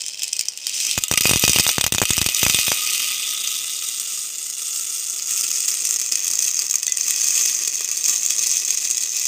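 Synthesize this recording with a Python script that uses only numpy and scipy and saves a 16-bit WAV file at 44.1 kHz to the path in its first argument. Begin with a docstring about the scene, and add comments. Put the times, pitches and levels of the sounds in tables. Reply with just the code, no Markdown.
"""In a small kitchen, dried beans slide along a tilted plastic jar and pour into a plastic cup
that stands in a steel vessel. The first ones hit the bare cup so hard that they thump the close
microphone. Then a heap builds up, muffles the cup and turns the rattle into a dry, bright patter.
One stray bean pings on the steel. The walls add a short echo, and the room hisses faintly."""
import sys
import numpy as np
from scipy import signal
from scipy.fft import rfft, irfft, next_fast_len
from scipy.io import wavfile
from scipy.ndimage import uniform_filter1d, map_coordinates

SR = 44100
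rng = np.random.default_rng(int(sys.argv[2]) if len(sys.argv) > 2 else 0)


def int16_out(signal):
    """Quantize to a 16-bit WAV file."""
    q = np.round(np.clip(np.atleast_2d(signal).T, -1, 1) * 32767)
    wavfile.write(sys.argv[1], SR, q.astype(np.int16))


N = 408807
TOP_HZ, SIZE = 15550, 4096  # highest frequency kept; samples in one hit
TIME = np.arange(N) / SR
AGE = np.arange(SIZE) / SR  # seconds since a hit
HZ = np.fft.rfftfreq(SIZE, 1 / SR)


def amp(db):
    """Turn decibels into a gain."""
    return 10 ** (np.asarray(db) / 20)


def along(points, hz):
    """Read a curve of (frequency, value) points on a log frequency axis."""
    f, v = np.transpose(points)
    return np.interp(np.log(hz + 1), np.log(f + 1), v)


def peaks(modes):
    """Boost in dB around each frequency at which something rings."""
    return sum(db / (1 + (2 * (HZ - hz) / width) ** 2) for hz, width, db in modes)


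def causal(db):
    """A filter with these gains that rings only after the hit, never before."""
    cepstrum = irfft(db * np.log(10) / 20)
    cepstrum[..., 1:SIZE // 2] *= 2
    cepstrum[..., SIZE // 2 + 1:] = 0
    return np.exp(rfft(cepstrum))


def running_rms(x, seconds):
    """Level over a short sliding window."""
    power = uniform_filter1d(x * x, max(int(seconds * SR), 1), mode="constant")
    return np.sqrt(np.abs(power) + 1e-14)


def at_level(sounds, db, seconds):
    """Scale each short sound so that its loudest moment has the given level."""
    return sounds * amp(db)[:, None] / running_rms(sounds, seconds).max(axis=-1, keepdims=True)


def place(times, sounds):
    """Add up short sounds, each starting at its time."""
    index = np.round(np.maximum(times, 0) * SR).astype(int)[:, None] + np.arange(sounds.shape[1])
    return np.bincount(index.ravel(), sounds.ravel(), N)[:N]


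# the steady run over the jar's lip, set by its tilt: (time [s], level [dB])
STEADY_RUN = [(0, -32), (.58, -36.5), (.68, -29), (1.08, -32.5), (1.76, -30.5), (1.91, -37), (2.09, -25),
              (2.3, -25.5), (2.52, -21), (3, -22.5), (3.8, -25), (4.45, -28), (5.2, -24.5), (6.45, -24.5),
              (6.92, -31), (7.06, -22), (7.85, -24.5), (9.27, -23.5)]
# the pile in the jar gives way and extra beans rush out: (time [s], length [s], level [dB])
RUSHES = [(0.204, 0.024, -28.5), (0.718, 0.21, -22.5), (1.187, 0.54, -21.5), (2.356, 0.045, -23),
          (4.652, 0.13, -25.5), (5.273, .12, -23.5), (5.42, .5, -26), (6.388, 0.089, -23.5),
          (6.543, .06, -23), (7.17, 0.2, -22.5), (7.34, 0.14, -20.5), (8.034, 0.088, -17.5),
          (8.276, 0.035, -27), (8.357, 0.24, -24), (9.122, 0.15, -26.5)]


def bean_flow(rise_s=0.02, fade_s=0.32, wobbles_per_s=16, wobble_db=0.96):
    """Strength of the pour in dB: a steady run, sudden rushes and a slight wobble."""
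    power = amp(np.interp(TIME, *np.transpose(STEADY_RUN))) ** 2
    for start, length, db in RUSHES:
        rise = np.clip((TIME - start) / rise_s, 0, 1)
        fade_db = -60 * np.maximum(TIME - start - length, 0) / fade_s
        power += (rise * amp(db + np.maximum(fade_db, -60))) ** 2
    wobble = map_coordinates(rng.standard_normal(SIZE), [TIME * wobbles_per_s])
    return 10 * np.log10(power) + wobble_db * wobble


# how crowded the stream is at average flow: (time [s], hits [1/s])
CROWDING = [(0, 900), (.6, 690), (.75, 3300), (.95, 2800), (1, 480), (2, 570), (2.9, 1520), (4.2, 2250),
            (5.3, 1500), (6.5, 550), (7.3, 1630), (9.3, 1250)]


def bean_stream(flow_db, crowding=0.4, spread_db=5.0, snap=4.2, brightening=0.44, piece_samples=512):
    """Countless small, unequal hits; a stronger flow is louder, denser and brighter."""
    surge_db = flow_db - flow_db.mean()
    rate = np.interp(TIME, *np.transpose(CROWDING)) * amp(crowding * surge_db)
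    hits = (rng.random(N) < rate / SR) * amp(spread_db * np.clip(rng.standard_normal(N), -2, 2))
    # each hit is one clean snap and a short scatter among its neighbours
    fade = hit_fade(t60=0.0083, tail_db=-15, tail_t60=0.047)
    scatter_power = np.abs(signal.fftconvolve(hits ** 2, fade ** 2)[:N])
    force = snap * hits * rng.choice([-1, 1], N) + np.sqrt(scatter_power) * rng.standard_normal(N)
    # short pieces let the tone change as the cup fills
    pieces = np.pad(force, (0, -N % piece_samples)).reshape(-1, piece_samples)
    starts = TIME[::piece_samples]
    tone_db = bean_tone(len(starts), scatter_db=2.0, tilt_db=0.5)
    tone_db += brightening * surge_db[::piece_samples, None] * HZ / TOP_HZ
    rattle = place(starts, ring_surface(starts, pieces, tone_db))
    return rattle / running_rms(rattle, 0.047) * amp(flow_db - 0.5)


def hit_fade(t60, tail_db, tail_t60):
    """A sharp crack, then echoes between cup, jar and vessel; a t60 is the seconds to fade by 60 dB."""
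    return amp(-60 * AGE / t60) + amp(tail_db - 60 * AGE / tail_t60)


def bean_tone(count, scatter_db, tilt_db, bands=14):
    """Beans differ in size, hardness and landing spot: a smooth random tone curve in dB for each."""
    draws = rng.standard_normal((count, bands + 1))
    position = HZ / TOP_HZ
    bumps = np.maximum(1 - np.abs(position * (bands - 1) - np.arange(bands)[:, None]), 0)
    return scatter_db * draws[:, 1:] @ bumps + tilt_db * draws[:, :1] * np.minimum(position, 1)


# what the beans land on: (time [s], surface [0 jar wall, 1 bare cup, 2 shallow heap, 3 deep heap])
LANDING = [(0, 0), (.94, 0.5), (.98, 1.3), (1.2, 1), (2.6, 1), (3.1, 1.16), (3.5, 1.5), (4, 1.77), (4.7, 2),
           (5.4, 2.5), (6.3, 3)]
# the overall tone of each surface: (frequency [Hz], level [dB])
JAR_TONE = [(40, -31.3), (150, -24.5), (500, -24), (1300, -28), (2500, -8.5), (4200, -5), (5500, 2.5),
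            (8700, -1), (9500, -12.5), (12000, -18.5), (13200, -20), (15300, -14.9)]
CUP_TONE = [(40, -29), (130, -20.5), (400, -15.5), (900, -20), (1700, -16.5), (2400, -1.3), (4200, -4.5),
            (8700, -2), (10300, -9), (12300, -14), (13300, -0.5), (15300, -7.5)]
SHALLOW_TONE = [(40, -43), (130, -31), (400, -29), (900, -40.5), (1700, -28.5), (2400, -18.5), (4200, -14),
                (6500, 0.0), (9000, -3.5), (10400, -19), (12200, -14.5), (13200, -12.5), (15300, -12)]
DEEP_TONE = [(40, -41), (130, -29), (400, -26), (900, -29.5), (1600, -25), (2200, -19.5), (4200, -12),
             (5200, -3.5), (7200, 0.5), (10500, -18), (12200, -20.5), (13600, -14), (15300, -14.5)]
# where each surface rings: (frequency [Hz], width [Hz], boost [dB])
JAR_RINGS = [(2560, 230, 8), (3180, 470, 10.5), (5200, 379, 8), (6070, 300, 2.5), (7285, 160, 4)]
CUP_RINGS = [(1247, 152, 18), (2000, 165, 9.8), (2526, 120, 10.3), (2820, 146, 8.5), (3146, 270, 9.8),
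             (3460, 80, 7.5), (3703, 310, 9), (4870, 940, 7.1), (5900, 98, 6.4), (6100, 780, 6.2),
             (6800, 580, 5.9), (7933, 120, 7.5), (8600, 670, 6.8), (11370, 580, 4.5)]
SHALLOW_RINGS = [(423, 220, 6.7), (1242, 260, 13.6), (2000, 87, 7.4), (2790, 250, 9.6), (3470, 200, 8.5),
                 (5020, 308, 3.6), (6700, 150, 6.8), (8600, 590, 4)]
DEEP_RINGS = [(425, 280, 5.9), (1188, 130, 11.5), (1950, 165, 9.6), (2550, 336, 11.9), (3334, 150, 7.2),
              (6387, 470, 9.4), (8610, 390, 5.8)]


def ring_surface(times, forces, tone_db):
    """Each hit rings what it lands on; one surface blends into the next as the cup fills."""
    surfaces = [(JAR_TONE, JAR_RINGS), (CUP_TONE, CUP_RINGS),
                (SHALLOW_TONE, SHALLOW_RINGS), (DEEP_TONE, DEEP_RINGS)]
    surface_db = np.array([along(tone, HZ) + peaks(rings) for tone, rings in surfaces])
    landing = np.interp(times, *np.transpose(LANDING))
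    shares = np.maximum(1 - np.abs(landing[:, None] - np.arange(len(surfaces))), 0)
    response = causal(shares @ surface_db + cup_air(times) + tone_db)
    return irfft(rfft(forces, SIZE) * response / np.linalg.norm(response, axis=1, keepdims=True))


# the hollow note of the air in the cup: (time [s], pitch [Hz], boost [dB], overtone boost [dB])
CUP_AIR = [(2.5, 1190, -3, -4), (2.9, 1210, 3, -3.5), (3.4, 1290, 6.5, 10), (3.999, 1345, 8, 3),
           (5.4, 1350, 11, -1), (7, 1370, 0.5, -2), (9.3, 1380, -4, 3.5)]


def cup_air(times, width_hz=110, overtone_ratio=2.82, overtone_width_hz=600):
    """Boost in dB from the air above the heap, which rings higher as the space gets shorter."""
    row_times, *columns = np.transpose(CUP_AIR)
    hz, db, overtone_db = [np.interp(times, row_times, column)[:, None] for column in columns]
    return peaks([(hz, width_hz, db), (overtone_ratio * hz, overtone_width_hz, overtone_db)])


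# how long the kitchen echoes: (frequency [Hz], time to fade by 60 dB [s])
ECHO_FADE = [(300, 0.21), (2500, 0.28), (7000, 0.048), (14000, 0.095)]


def kitchen_echo(sound, delay_s=0.005):
    """Hard walls close by throw the sound back; the treble dies first."""
    hz, t, spectrum = signal.stft(rng.standard_normal(SR // 2), SR, nperseg=256)
    fade = amp(-60 * t / along(ECHO_FADE, hz)[:, None])
    tail = signal.istft(spectrum * fade, SR, nperseg=256)[1]
    delayed = np.pad(sound, (round(delay_s * SR), 0))
    return signal.fftconvolve(delayed, tail / np.linalg.norm(tail))[:N]


# the tone of the quiet kitchen: (frequency [Hz], relative level [dB])
ROOM_TONE = [(20, -20), (60, -4), (160, -7), (600, -0.5), (1200, -5), (8000, -22)]


def room_noise(level_db):
    """The faint, steady noise of the room."""
    noise = signal.fftconvolve(rng.standard_normal(N), irfft(causal(along(ROOM_TONE, HZ))))[:N]
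    return amp(level_db) * noise / noise.std()


def single_hits(times, db, fade, snap, tone):
    """Each bean rings the surface with a snap and a fading burst of noise, in a tone of its own."""
    cracks = rng.standard_normal((len(times), SIZE)) * fade
    cracks[:, 0] += snap
    tone_db = bean_tone(len(times), scatter_db=3.0, tilt_db=2.5) + along(tone, HZ)
    return at_level(ring_surface(times, cracks, tone_db), db, seconds=0.0018)


def clicks(times, db):
    """Beans that tumble in the jar or bounce on the heap sound thinner and brighter than the stream."""
    fade = hit_fade(t60=0.0098, tail_db=-15.5, tail_t60=0.042)
    thin_tone = [(800, -3.0), (3500, -2.5), (7000, 1.0), (15000, 1.0)]
    return place(times, single_hits(times, db, fade, snap=4.2, tone=thin_tone))


# the hardest single beans: (time [s], relative level [dB])
LOUD_BEANS = [(0.0178, -11.5), (0.2332, -6), (0.2414, -11), (0.3307, -3), (0.393, -3), (0.41, -6),
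              (0.485, -3.5), (0.6682, -4.5), (0.8498, -8), (0.9122, -3.5), (1.0375, 0), (1.268, -2),
              (1.4502, 0), (1.5327, 1), (1.6776, -2.5), (2.054, -4.5), (2.134, -3), (2.168, -4.5),
              (2.3471, -0.5), (5.4103, -5), (5.682, -5), (5.9091, -2), (5.9612, -5.5), (6.122, -3.5),
              (6.1556, -2), (6.2803, -4), (6.3904, -1.5), (6.423, -5), (6.4734, -11), (6.5914, -3),
              (6.7108, -2), (6.7408, -4), (6.756, 0), (6.8306, -5), (6.8673, -3), (6.8802, -4),
              (6.9213, -2.5), (6.9721, -3.5), (7.01, -2.5), (7.1074, -1.5), (7.6784, -5.5), (8.2621, -2),
              (8.306, -1), (8.706, -0.5), (8.9109, -1.5), (8.971, -5)]


def loud_beans(gain_db):
    """A few beans hit hard enough to click out above the stream."""
    times, db = np.transpose(LOUD_BEANS)
    return clicks(times, db + gain_db)


# beans skip off the bare cup, sink into the shallow heap and skip again as it nears the rim:
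# (time [s], how often [relative])
SKIPPING = [(0, .7), (1.1, .4), (1.3, .9), (1.7, .9), (1.8, .1), (2.55, .9), (2.9, .08), (5.3, .05),
            (5.8, .7), (6.5, 1.8), (6.85, .6), (7.7, 1.2), (9.27, .9)]


def skipping_beans(flow_db, level_db, count=130, follow_flow=0.53, spread_db=2.5):
    """Quieter beans skip at random moments; a stronger flow throws them harder."""
    so_far = np.cumsum(np.interp(TIME, *np.transpose(SKIPPING)))
    turns = (np.arange(count) + rng.random(count)) / count
    times = np.interp(turns, so_far / so_far[-1], TIME)
    surge_db = np.interp(times, TIME, flow_db - flow_db.mean())
    return clicks(times, level_db + follow_flow * surge_db + spread_db * rng.uniform(-1.03, 1, count))


# beans that fall straight onto the cup's bottom, with relative levels:
# (time [s], crack [dB], thump [dB], knock [dB])
BOTTOM_HITS = [(0.978, -5, -28, -22), (1.1134, -2.5, -26, -20), (1.1381, -3.5, -35, -31),
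               (1.1754, 2, -37, -28), (1.2086, -3.5, -33.5, -31), (1.255, -1.5, -24, -19.5),
               (1.2938, -1, -33, -25), (1.3117, -6, -22.5, -22.5), (1.3347, -2.5, -26, -22),
               (1.3594, -4.5, -23, -23), (1.4388, 0, -22, -22), (1.479, -1.5, -29, -20.5),
               (1.4952, -3, -25, -25), (1.5606, -3, -29.5, -25.5), (1.586, -1.5, -29.5, -20),
               (1.597, -0.5, -25, -23.5), (1.6658, -5, -34, -20), (1.6913, -1, -44, -19),
               (1.7823, -6, -23.5, -16), (1.8112, -1, -41, -23), (1.8409, -3, -32, -22),
               (1.8645, -3, -32.5, -20.5), (1.923, -2, -26.5, -28), (1.948, -4.5, -28, -23),
               (1.9828, -3, -37, -24), (2.0169, -2, -27, -12.5), (2.0267, -8.5, -27, -22),
               (2.1058, -2, -24.5, -24), (2.1801, -4.5, -28.5, -24), (2.2154, -3, -25.5, -22),
               (2.2624, -3, -28.5, -28), (2.2882, -5.5, -50, -31), (2.431, 0, -26.5, -24),
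               (2.465, -4.5, -26, -18.5), (2.4976, 0, -32, -25), (2.5456, -2.5, -30.5, -31),
               (2.588, -4.5, -38, -28), (2.6814, -7, -34, -26.5), (2.7178, -8.5, -36, -18)]
# the tone of their low thump and their hollow knock: (frequency [Hz], relative level [dB])
THUMP_TONE = [(15, -51), (50, -6.5), (110, 2), (200, -1.5), (450, -6.5), (1000, -21.5), (4000, -49)]
KNOCK_TONE = [(30, -34), (200, -5.5), (600, 2.5), (1400, -0.5), (2500, -3.5), (8000, -63)]


def bare_cup_hits(crack_gain_db, thump_gain_db, knock_gain_db):
    """A bean on the bare bottom cracks, knocks and gives the microphone one low push."""
    times, crack_db, thump_db, knock_db = with_bounces(BOTTOM_HITS).T
    fade = hit_fade(t60=0.028, tail_db=-19.5, tail_t60=0.059)
    crack_tone = [(1200, -1.4), (3000, 1.0), (15000, -0.21)]
    crack = single_hits(times, crack_db + crack_gain_db, fade, snap=5.9, tone=crack_tone)
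    thump = at_level(push(THUMP_TONE, len(times), stretch=0.18), thump_db + thump_gain_db, 0.0038)
    knock = at_level(push(KNOCK_TONE, len(times), stretch=0.31), knock_db + knock_gain_db, 0.0029)
    return place(times, crack + thump + knock)


def push(tone, count, stretch):
    """Short pulses; a longer touch shifts the whole tone down, a shorter one up."""
    shift = np.exp(stretch * rng.standard_normal((count, 1)))
    return irfft(causal(along(tone, HZ * shift)))


# a bounce keeps its tick but hardly thumps; its loss in dB is scaled by:
# (crack [factor], thump [factor], knock [factor])
BOUNCE_LOSS = [0.78, 1.4, 1.15]


def with_bounces(rows, flight_s=0.012, flight_spread=0.4, base_loss_db=7, glancing_db=11.5):
    """Each bean hops and lands once more, weaker; a glancing hop loses the most."""
    first = np.array(rows)
    flight = flight_s * np.exp(flight_spread * rng.standard_normal(len(first)))
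    loss_db = (base_loss_db + glancing_db * rng.random((len(first), 1))) * BOUNCE_LOSS
    second = np.column_stack([first[:, 0] + flight, first[:, 1:] - loss_db])
    return np.vstack([first, second])


# the stray bean: (time [s], level [dB])
STRAY_BEAN = [(6.88, -29)]
# the steel vessel's notes: (frequency [Hz], relative level [dB], time to fade by 60 dB [s])
STEEL_NOTES = [(2013, -3, 0.16), (2530, -17, 0.21), (2735, -10, 0.12), (3510, -1, 0.095), (4457, -5, 0.17)]


def steel_ping():
    """The steel rings briefly under a stray bean."""
    times, db = np.transpose(STRAY_BEAN)
    ping = sum(amp(level - 60 * AGE / t60) * np.sin(2 * np.pi * hz * AGE)
               for hz, level, t60 in STEEL_NOTES)
    return place(times, at_level(ping, db, seconds=0.004))


def scene():
    """The stream, the single beans and the kitchen around them."""
    flow_db = bean_flow()
    beans = bean_stream(flow_db) + loud_beans(gain_db=-7.5)
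    beans += skipping_beans(flow_db, level_db=-15.5) + steel_ping()
    hard_hits = bare_cup_hits(crack_gain_db=-7, thump_gain_db=7.5, knock_gain_db=2.0)
    echo = amp(-11.5) * kitchen_echo(beans) + amp(-32.5) * kitchen_echo(hard_hits)
    return (beans + hard_hits + echo + room_noise(level_db=-59.5))[None]


def record(dry, ceiling=0.85):
    """Round off the highest peaks and keep nothing above TOP_HZ."""
    rounded = dry / (1 + np.abs(dry / ceiling) ** 6) ** (1 / 6)
    size = next_fast_len(N + SIZE)
    kept = np.fft.rfftfreq(size, 1 / SR) < TOP_HZ
    return irfft(rfft(rounded, size) * kept, size)[:, :N]


dry = scene()
out = record(dry)
int16_out(out)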